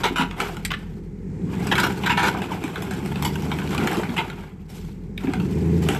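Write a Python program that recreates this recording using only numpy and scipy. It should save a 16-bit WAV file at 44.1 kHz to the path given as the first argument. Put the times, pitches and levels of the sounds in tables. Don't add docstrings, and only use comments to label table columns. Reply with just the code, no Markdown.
import sys
import numpy as np
from scipy import signal
from scipy.fft import rfft, irfft
from scipy.io import wavfile
from scipy.ndimage import uniform_filter1d

SR = 44100
rng = np.random.default_rng(int(sys.argv[2]) if len(sys.argv) > 2 else 0)


def digitize_waveform(pressure):
    field = np.atleast_2d(pressure).T
    bounded = np.clip(field, -1, 1)
    quanta = np.round(bounded * 32767).astype(np.int16)
    wavfile.write(sys.argv[1], SR, quanta)


N = 264159
TIME = np.arange(N) / SR


def undb(db):
    return 10 ** (np.asarray(db) / 20)


def unit(x):
    return x / np.sqrt(np.mean(x ** 2))


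def peak(x):
    return x / np.sqrt(2 * uniform_filter1d(x ** 2, size=128).max())


def curve(table, column=1):
    rows = np.array(table)
    return np.interp(TIME, rows[:, 0], rows[:, column])


def fade(t, t60):
    return np.exp(-np.log(1000) * t / t60)


def walk(rate):
    count = int(rate * N / SR) + 2
    return 1.2 * np.interp(TIME * rate, np.arange(count), rng.standard_normal(count))


def clicks(count, rate, spread_db):
    size = undb(spread_db * np.minimum(rng.exponential(size=count), 4))
    return (rng.random(count) < rate / SR) * size * rng.choice([-1, 1], count)


def add(out, s, x):
    start = max(int(s * SR), 0)
    out[start:start + len(x)] += x[:max(N - start, 0)]


def colour(x, points):
    size = 4096
    hz, db = np.transpose(points)
    bins = np.maximum(np.fft.rfftfreq(size, 1 / SR), 1)
    outside_octaves = np.abs(np.log2(bins / np.clip(bins, hz[0], hz[-1])))
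    gain_db = np.interp(np.log(bins), np.log(hz), db) - 18 * outside_octaves
    cepstrum = irfft(np.log(undb(gain_db)))
    cepstrum[1:size // 2] *= 2
    cepstrum[size // 2 + 1:] = 0
    impulse_response = irfft(np.exp(rfft(cepstrum)))
    return signal.fftconvolve(x, impulse_response)[:len(x)]


IDLE_HZ, IDLE_DB, RECENT_S = 43, -32.5, 0.86
SPEED_DB_PER_OCTAVE, THROTTLE_DB_PER_OCTAVE = 8.5, 8.5
NEARING_DB_PER_S = 0.3762


def throttle(speed):
    octaves = np.log2(speed / IDLE_HZ)
    step = 1 / (RECENT_S * SR)
    recent = signal.lfilter([step], [1, step - 1], octaves)
    level_db = IDLE_DB + NEARING_DB_PER_S * TIME + SPEED_DB_PER_OCTAVE * octaves
    return level_db + THROTTLE_DB_PER_OCTAVE * (octaves - recent)


# time in seconds, firing rate in Hz.
ENGINE_SPEED = [(0, 43.36), (1.2, 43.12), (1.31, 53.4), (1.6, 67.1), (1.85, 68.4), (2.1, 66.33),
                (2.7, 59.23), (3.2, 72.65), (3.5, 76.83), (3.8, 72.7), (4.28, 52.96), (4.45, 39.5),
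                (5.18, 45.03), (5.57, 78.84), (5.78, 85.4), (5.99, 71.7)]
# level in dB
ORDER_LEVELS = [3.5, -5, -7.5, -2, -12.5, 0.5, -0.5, -7.5]
# frequency in Hz, gain in dB.
EXHAUST_RESPONSE = [(37, -33), (43.5, 4.5), (52, 1.5), (59, -8.5), (68, -5), (81, 0.5), (93, -2.5),
                    (107, 0), (123, -16), (139, 2.5), (163, 2), (188, 5), (215, -4.5), (270, -10.5),
                    (420, -10)]
# frequency in Hz, relative level in dB.
GAS_SPECTRUM = [(60, -10.5), (78, -5), (120, -10.5), (170, -0.5), (240, -1.5), (310, -4), (420, -1.5),
                (520, -15.5), (700, -45.5)]
# frequency in Hz, relative level in dB.
MACHINERY_SPECTRUM = [(500, -7), (850, 0), (1200, -9.5), (2100, -6), (3200, -23.5), (7700, -19.5),
                      (10000, -31.5)]


def truck(orders_db=-2.5, burble_db=-15.0, bark_db_per_hz=0.44, bark_hz=72, machinery_db=-28):
    speed, cylinders = curve(ENGINE_SPEED), len(ORDER_LEVELS)
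    waver, gas_db = .08, -9.5
    bark_db = bark_db_per_hz * np.maximum(speed - bark_hz, 0)
    cycle = 2 * np.pi * np.cumsum(speed) / SR / cylinders
    pipe_hz, pipe_db = np.transpose(EXHAUST_RESPONSE)
    drone = np.zeros(N)
    for order in range(5, 44):
        order_db = ORDER_LEVELS[order % cylinders]
        if order < cylinders:
            order_db = order_db + burble_db
        if order in (cylinders, 2 * cylinders):
            order_db = order_db + bark_db
        phase = order * cycle + 2 * np.pi * rng.random() + waver * order / cylinders * walk(14)
        pipe_gain = np.interp(order * speed / cylinders, pipe_hz, undb(pipe_db))
        drone += undb(order_db) * pipe_gain * np.sin(phase)
    puff = 1 + .5 * np.cos(cylinders * cycle)
    high_pass = signal.butter(3, 70, "high", fs=SR, output="sos")
    gas = signal.sosfilt(high_pass, puff * rng.standard_normal(N))
    lope = undb(1.3 * walk(16))
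    exhaust = lope * undb(orders_db) * unit(drone) + undb(gas_db) * unit(colour(gas, GAS_SPECTRUM))
    machinery = unit(colour(rng.standard_normal(N), MACHINERY_SPECTRUM))
    return undb(throttle(speed)) * (exhaust + undb(machinery_db) * machinery)


def board(push, ring_t60, ring_db, count=24, smallness=1):
    t = TIME[:SR // 20]
    hz = smallness * np.exp(rng.uniform(np.log(600), np.log(4200), (count, 1)))
    modes = np.sin(2 * np.pi * hz * t) * rng.choice([-1, 1], (count, 1))
    ring = modes.sum(axis=0) * fade(t, ring_t60)
    return push + undb(ring_db) * signal.fftconvolve(push, ring / np.linalg.norm(ring))[:len(push)]


# multiple of the lowest mode, level in dB before random variation.
BENDING_MODES = [(1, 6.5), (1.61, -5), (2.45, -7.5), (3.05, 2), (3.54, -18)]
BOARD_CYCLES = 44


def plank(push, hz, dull_hz=3400):
    t = TIME[:SR // 10]
    ring = np.zeros(len(t))
    for ratio, db in BENDING_MODES:
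        mode_hz = hz * ratio ** rng.normal(1, .02)
        gain = undb(db + 2 * rng.standard_normal())
        ring += gain * np.sin(2 * np.pi * mode_hz * t) * fade(t, BOARD_CYCLES / mode_hz)
    ring = signal.sosfilt(signal.butter(4, dull_hz, fs=SR, output="sos"), ring)
    return signal.fftconvolve(push, ring)[:len(push)]


# frequency in Hz, breaking timber in dB, sliding wreck in dB.
WOOD_COLOUR = [(148, -3.5, -4.5), (390, 12.5, 13.5), (588, -16.5, -4), (848, 1.5, 3.5), (1110, -6.5, -4.5),
               (1516, 4, -2.5), (1854, -6.5, -9.5), (2220, -1.5, -3.5), (3390, -5, -10.5), (4460, -16, -36),
               (7300, -23.5, -34)]
# frequency in Hz, relative level in dB.
SPLINTER_COLOUR = [(2200, 2.5), (4000, 3.5), (5300, 1.5), (6600, -1.5), (7700, 2.5), (9500, -7),
                   (12500, -0.5), (14500, -8.5)]
CRISP_HZ, DULLING_DB_PER_OCTAVE = 11200, 14
TOP_HZ = 14100


def fracture(envelope, hz, treble_db, ring_db, body_db, below_hz=420):
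    fibres = clicks(len(envelope), rate=6000, spread_db=2.5) * envelope
    fibres[0] = .7 * np.abs(fibres).max() * envelope[0] / envelope.max()
    wood = colour(board(fibres, ring_t60=0.013, ring_db=ring_db), np.array(WOOD_COLOUR)[:, :2])
    top_hz = min(CRISP_HZ * 2 ** (treble_db / DULLING_DB_PER_OCTAVE) + hz / 2, TOP_HZ)
    band = signal.butter(3, [hz - below_hz, top_hz], "band", fs=SR, output="sos")
    wood = signal.sosfilt(band, wood)
    splinters = colour(board(fibres, ring_t60=.015, ring_db=-1, smallness=3), SPLINTER_COLOUR)
    knock = peak(peak(wood) + undb(body_db) * peak(plank(fibres, hz)))
    return knock + undb(treble_db) * peak(splinters)


# start in seconds, knock peak in dB, splinters relative to it in dB,
# time before the tear dies away in seconds.
TIMBER_SPLITS = [(0.034, -12.5, -16.5, 0.02), (0.063, -18.5, -16, 0.018), (0.158, -15, -16, 0.053),
                 (0.188, -17, -24, 0.043), (0.704, -17.5, -16.5, 0.01), (1.713, -10.5, -17.5, 0.012),
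                 (1.778, -13, -12.5, 0.028), (1.831, -13, -9, 0.018), (2.034, -20, -26, 0.015),
                 (2.058, -14.5, -14.5, 0.015), (2.094, -15, -17, 0.032), (2.171, -15, -15, 0.04),
                 (2.228, -13.5, -15, 0.031), (2.262, -12.5, -13.5, 0.025), (4.164, -21, -13.5, 0.012),
                 (4.177, -15, -21, 0.014)]
SPLIT_HZ = 965
# start
# in seconds, knock peak in dB, splinters relative to it in dB, lowest mode in Hz.
BOARD_SNAPS = [(0.31, -28, -15, 1135), (0.402, -14, -12, 1397), (0.455, -39, -2, 750),
               (0.568, -29.5, -4.5, 1430), (0.65, -22, 3.5, 1900), (0.738, -19.5, -22, 1754),
               (1.67, -24.5, -2.5, 1030), (1.754, -16, -3.5, 1430), (1.8, -21, 1.5, 1480),
               (2.349, -20.5, -47, 797), (2.419, -28, -3.5, 905), (2.639, -23, -7, 847),
               (2.679, -28, -7.5, 810), (2.758, -23, -15, 1280), (2.821, -29.5, -1.5, 1000),
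               (2.909, -24.5, -8, 764), (2.936, -37, 2.5, 1026), (3.059, -30, -4, 755.7),
               (3.157, -26.5, -12, 894), (3.224, -20.5, -2.5, 983), (3.248, -18, -3.5, 977),
               (3.356, -27, -4.5, 1500), (3.422, -33.5, 0.5, 894), (3.516, -19, -18, 1358),
               (3.587, -24, -17, 1470), (3.601, -32, -16, 884), (3.617, -27.5, -24, 1010),
               (3.675, -30.5, -16, 3400), (3.748, -21.5, -6.5, 1180), (3.779, -21, -7, 1423),
               (3.8, -25, -25, 890), (3.837, -25.5, -13, 767), (3.872, -16.5, -8, 1360),
               (3.913, -24, -6, 1050), (3.97, -22, -8, 830), (4.033, -22.5, -17, 787),
               (4.093, -29.5, -23, 783), (4.3, -27.5, -13, 1404), (5.177, -24, -16, 2520),
               (5.272, -26, -30, 765), (5.336, -20.5, -9, 754), (5.399, -29.5, -9, 931),
               (5.887, -15, -6, 804.3), (5.948, -21, -9.5, 770)]


def timbers(split_rise=0.0014, jolt_t60=0.023, snap_t60=0.0067, crumble_db=-11, split_body_db=-7, snap_body_db=-5):
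    out, t = np.zeros(N), TIME[:SR // 5]
    tear_t60, crumble_cycles = .11, 165
    for s, db, treble_db, length in TIMBER_SPLITS:
        slips = (rng.random(len(t)) < 110 / SR) * rng.random(len(t))
        slips[0] = 0.65
        jolts = .5 + signal.fftconvolve(slips, fade(t, jolt_t60))[:len(t)]
        tear = jolts * fade(np.maximum(t - length, 0), tear_t60) * (1 - np.exp(-t / split_rise))
        hz = SPLIT_HZ * rng.normal(1, 0.038)
        add(out, s, undb(db) * fracture(tear, hz, treble_db, ring_db=-6, body_db=split_body_db))
    for s, db, treble_db, hz in BOARD_SNAPS:
        burst = fade(t, snap_t60) + undb(crumble_db) * fade(t, crumble_cycles / hz)
        add(out, s, undb(db) * fracture(burst, hz, treble_db, ring_db=-1, body_db=snap_body_db))
    return out


# start in seconds, peak in dB, pitch in Hz.
PANEL_THUDS = [(0.109, -16.5, 272), (0.195, -12.5, 262), (1.693, -17.5, 227), (2.643, -18.5, 310.7),
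               (3.784, -13, 232), (3.831, -11.5, 216), (3.974, -15.5, 341), (4.091, -17.5, 235),
               (5.242, -15, 268), (5.274, -11.5, 292), (5.898, -17.5, 324)]


def thuds(t60=0.12, rise=0.0023, spread=0.236, count=6):
    out, t = np.zeros(N), TIME[:SR // 3]
    for s, db, hz in PANEL_THUDS:
        modes_hz = hz * np.exp(spread * rng.standard_normal((count, 1)))
        modes = np.sin(2 * np.pi * (modes_hz * t + rng.random((count, 1))))
        boom = np.sin(2 * np.pi * hz * t) + .5 * modes.sum(axis=0)
        add(out, s, undb(db) * peak(boom * fade(t, t60) * (1 - np.exp(-t / rise))))
    return out


# start in seconds, level in dB.
STEEL_BLOWS = [(1.784, -19.5), (2.101, -16), (2.177, -15.5), (2.24, -14)]
# frequency in Hz, level in dB before random variation, 60 dB decay in seconds.
STEEL_MODES = [(966, 0.5, 0.13), (1320, -8.5, 0.16), (1770, -6.5, 0.12), (2214, -13, 0.28),
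               (2770, -17, 0.19), (3530, -26, 0.18), (7800, -43, 0.16)]


def fitting(contact=0.00069):
    out, t = np.zeros(N), TIME[:SR // 2]
    for s, blow_db in STEEL_BLOWS:
        ring = np.zeros(len(t))
        for hz, db, t60 in STEEL_MODES:
            gain = undb(db + 2 * rng.standard_normal())
            ring += gain * np.sin(2 * np.pi * (hz * t + rng.random())) * fade(t, t60)
        add(out, s, undb(blow_db) * ring * (1 - np.exp(-t / contact)))
    return out


# time in seconds, level in dB, grit relative to that level in dB.
WRECK_SLIDE = [(1.3, -87, -7), (1.5, -43.5, -12.5), (1.72, -31.5, -11.5), (1.86, -32.5, -13),
               (1.97, -36, -9.5), (2.3, -31.5, -19), (2.62, -36.5, -15), (3.29, -38.5, -9.5),
               (3.66, -34, -10.5), (3.92, -26.5, -16), (4.1, -40, -7.5), (4.25, -37, -15.5),
               (4.5, -56, -17)]
SLIDE_EDGE_DB_PER_S = 90


def slide_db():
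    outside_s = np.abs(TIME - np.clip(TIME, WRECK_SLIDE[0][0], WRECK_SLIDE[-1][0]))
    return curve(WRECK_SLIDE) - SLIDE_EDGE_DB_PER_S * outside_s


# start in seconds, time before dying away in seconds, level in dB,
# grit relative to that level in dB.
BOARD_SCRAPES = [(-0.05, 0.052, -28, -16), (0.36, 0.12, -29.5, -12.5), (2.494, 0.039, -34.5, -14.5),
                 (4.375, 0.013, -34.5, -15), (4.68, 0.14, -47.5, -2), (4.865, 0.025, -50.5, -7),
                 (5.185, 0.14, -37.5, -13.5), (5.812, 0.023, -33, -4), (5.40, 0.66, -45.5, -7.5),
                 (5.848, 0.11, -32.5, -13)]
SCRAPE_ATTACK_S, SCRAPE_T60_S = 0.022, 0.47
DEBRIS_DB, DEBRIS_T60_S, DEBRIS_GRIT_DB = -26, 0.98, -10.5
CREEP_DB, CREEP_GRIT_DB = -67, -3.5


def movement():
    parts = [(undb(slide_db()), curve(WRECK_SLIDE, 2)), (undb(CREEP_DB), CREEP_GRIT_DB)]
    for s, length, db, grit_db in BOARD_SCRAPES:
        attack = np.clip((TIME - s) / SCRAPE_ATTACK_S, 0, 1)
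        stroke = attack * fade(np.maximum(TIME - s - length, 0), SCRAPE_T60_S)
        parts.append((undb(db) * stroke, grit_db))
    debris_power, trickle = np.zeros(N), fade(TIME[:SR], DEBRIS_T60_S)
    for s, db, *_ in TIMBER_SPLITS:
        add(debris_power, s, (undb(db + DEBRIS_DB) * trickle) ** 2)
    parts.append((np.sqrt(debris_power), DEBRIS_GRIT_DB))
    crackle_power = sum(gain ** 2 for gain, _ in parts)
    grit_power = sum((gain * undb(grit_db)) ** 2 for gain, grit_db in parts)
    return np.sqrt(crackle_power), np.sqrt(grit_power)


def clatter(smallness, count=1400):
    out, t = np.zeros(N), TIME[:SR // 20]
    for s in rng.uniform(0, N / SR, size=count):
        contact = clicks(len(t), rate=4000, spread_db=1.5) * fade(t, .04)
        knock = board(contact, ring_t60=.04 / smallness, ring_db=2, count=6, smallness=smallness)
        add(out, s, undb(rng.uniform(-14, 0)) * knock)
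    return out


def rubble(outline, smallness):
    grains = clicks(N, rate=6000, spread_db=2.5)
    return .7 * (unit(colour(grains, outline)) + unit(colour(clatter(smallness), outline)))


def sliding():
    crackle_gain, grit_gain = movement()
    jerks = undb(2 * walk(50))
    crackle = rubble(np.array(WOOD_COLOUR)[:, ::2], smallness=1) * crackle_gain
    grit = rubble(SPLINTER_COLOUR, smallness=3) * grit_gain
    return jerks * (crackle + grit)


def yard(x, wall_s=.031, wall_db=-18, tail_db=-15, dull_hz=4500):
    t = TIME[:SR]
    tail_t60 = .55
    echo = rng.standard_normal(SR) * fade(t, tail_t60)
    echo *= undb(tail_db) / np.linalg.norm(echo)
    echo[int(wall_s * SR)] += undb(wall_db)
    echo = signal.sosfilt(signal.butter(2, dull_hz, fs=SR, output="sos"), echo)
    return x + signal.fftconvolve(x, echo)[:N]


def scene():
    garage = timbers() + thuds() + fitting() + sliding()
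    return (truck() + yard(garage))[None]


def record(dry):
    ceiling = .7
    rounded = ceiling * np.tanh(dry / ceiling)
    return signal.sosfilt(signal.ellip(10, .2, 80, TOP_HZ, fs=SR, output="sos"), rounded)


dry = scene()
out = record(dry)
digitize_waveform(out)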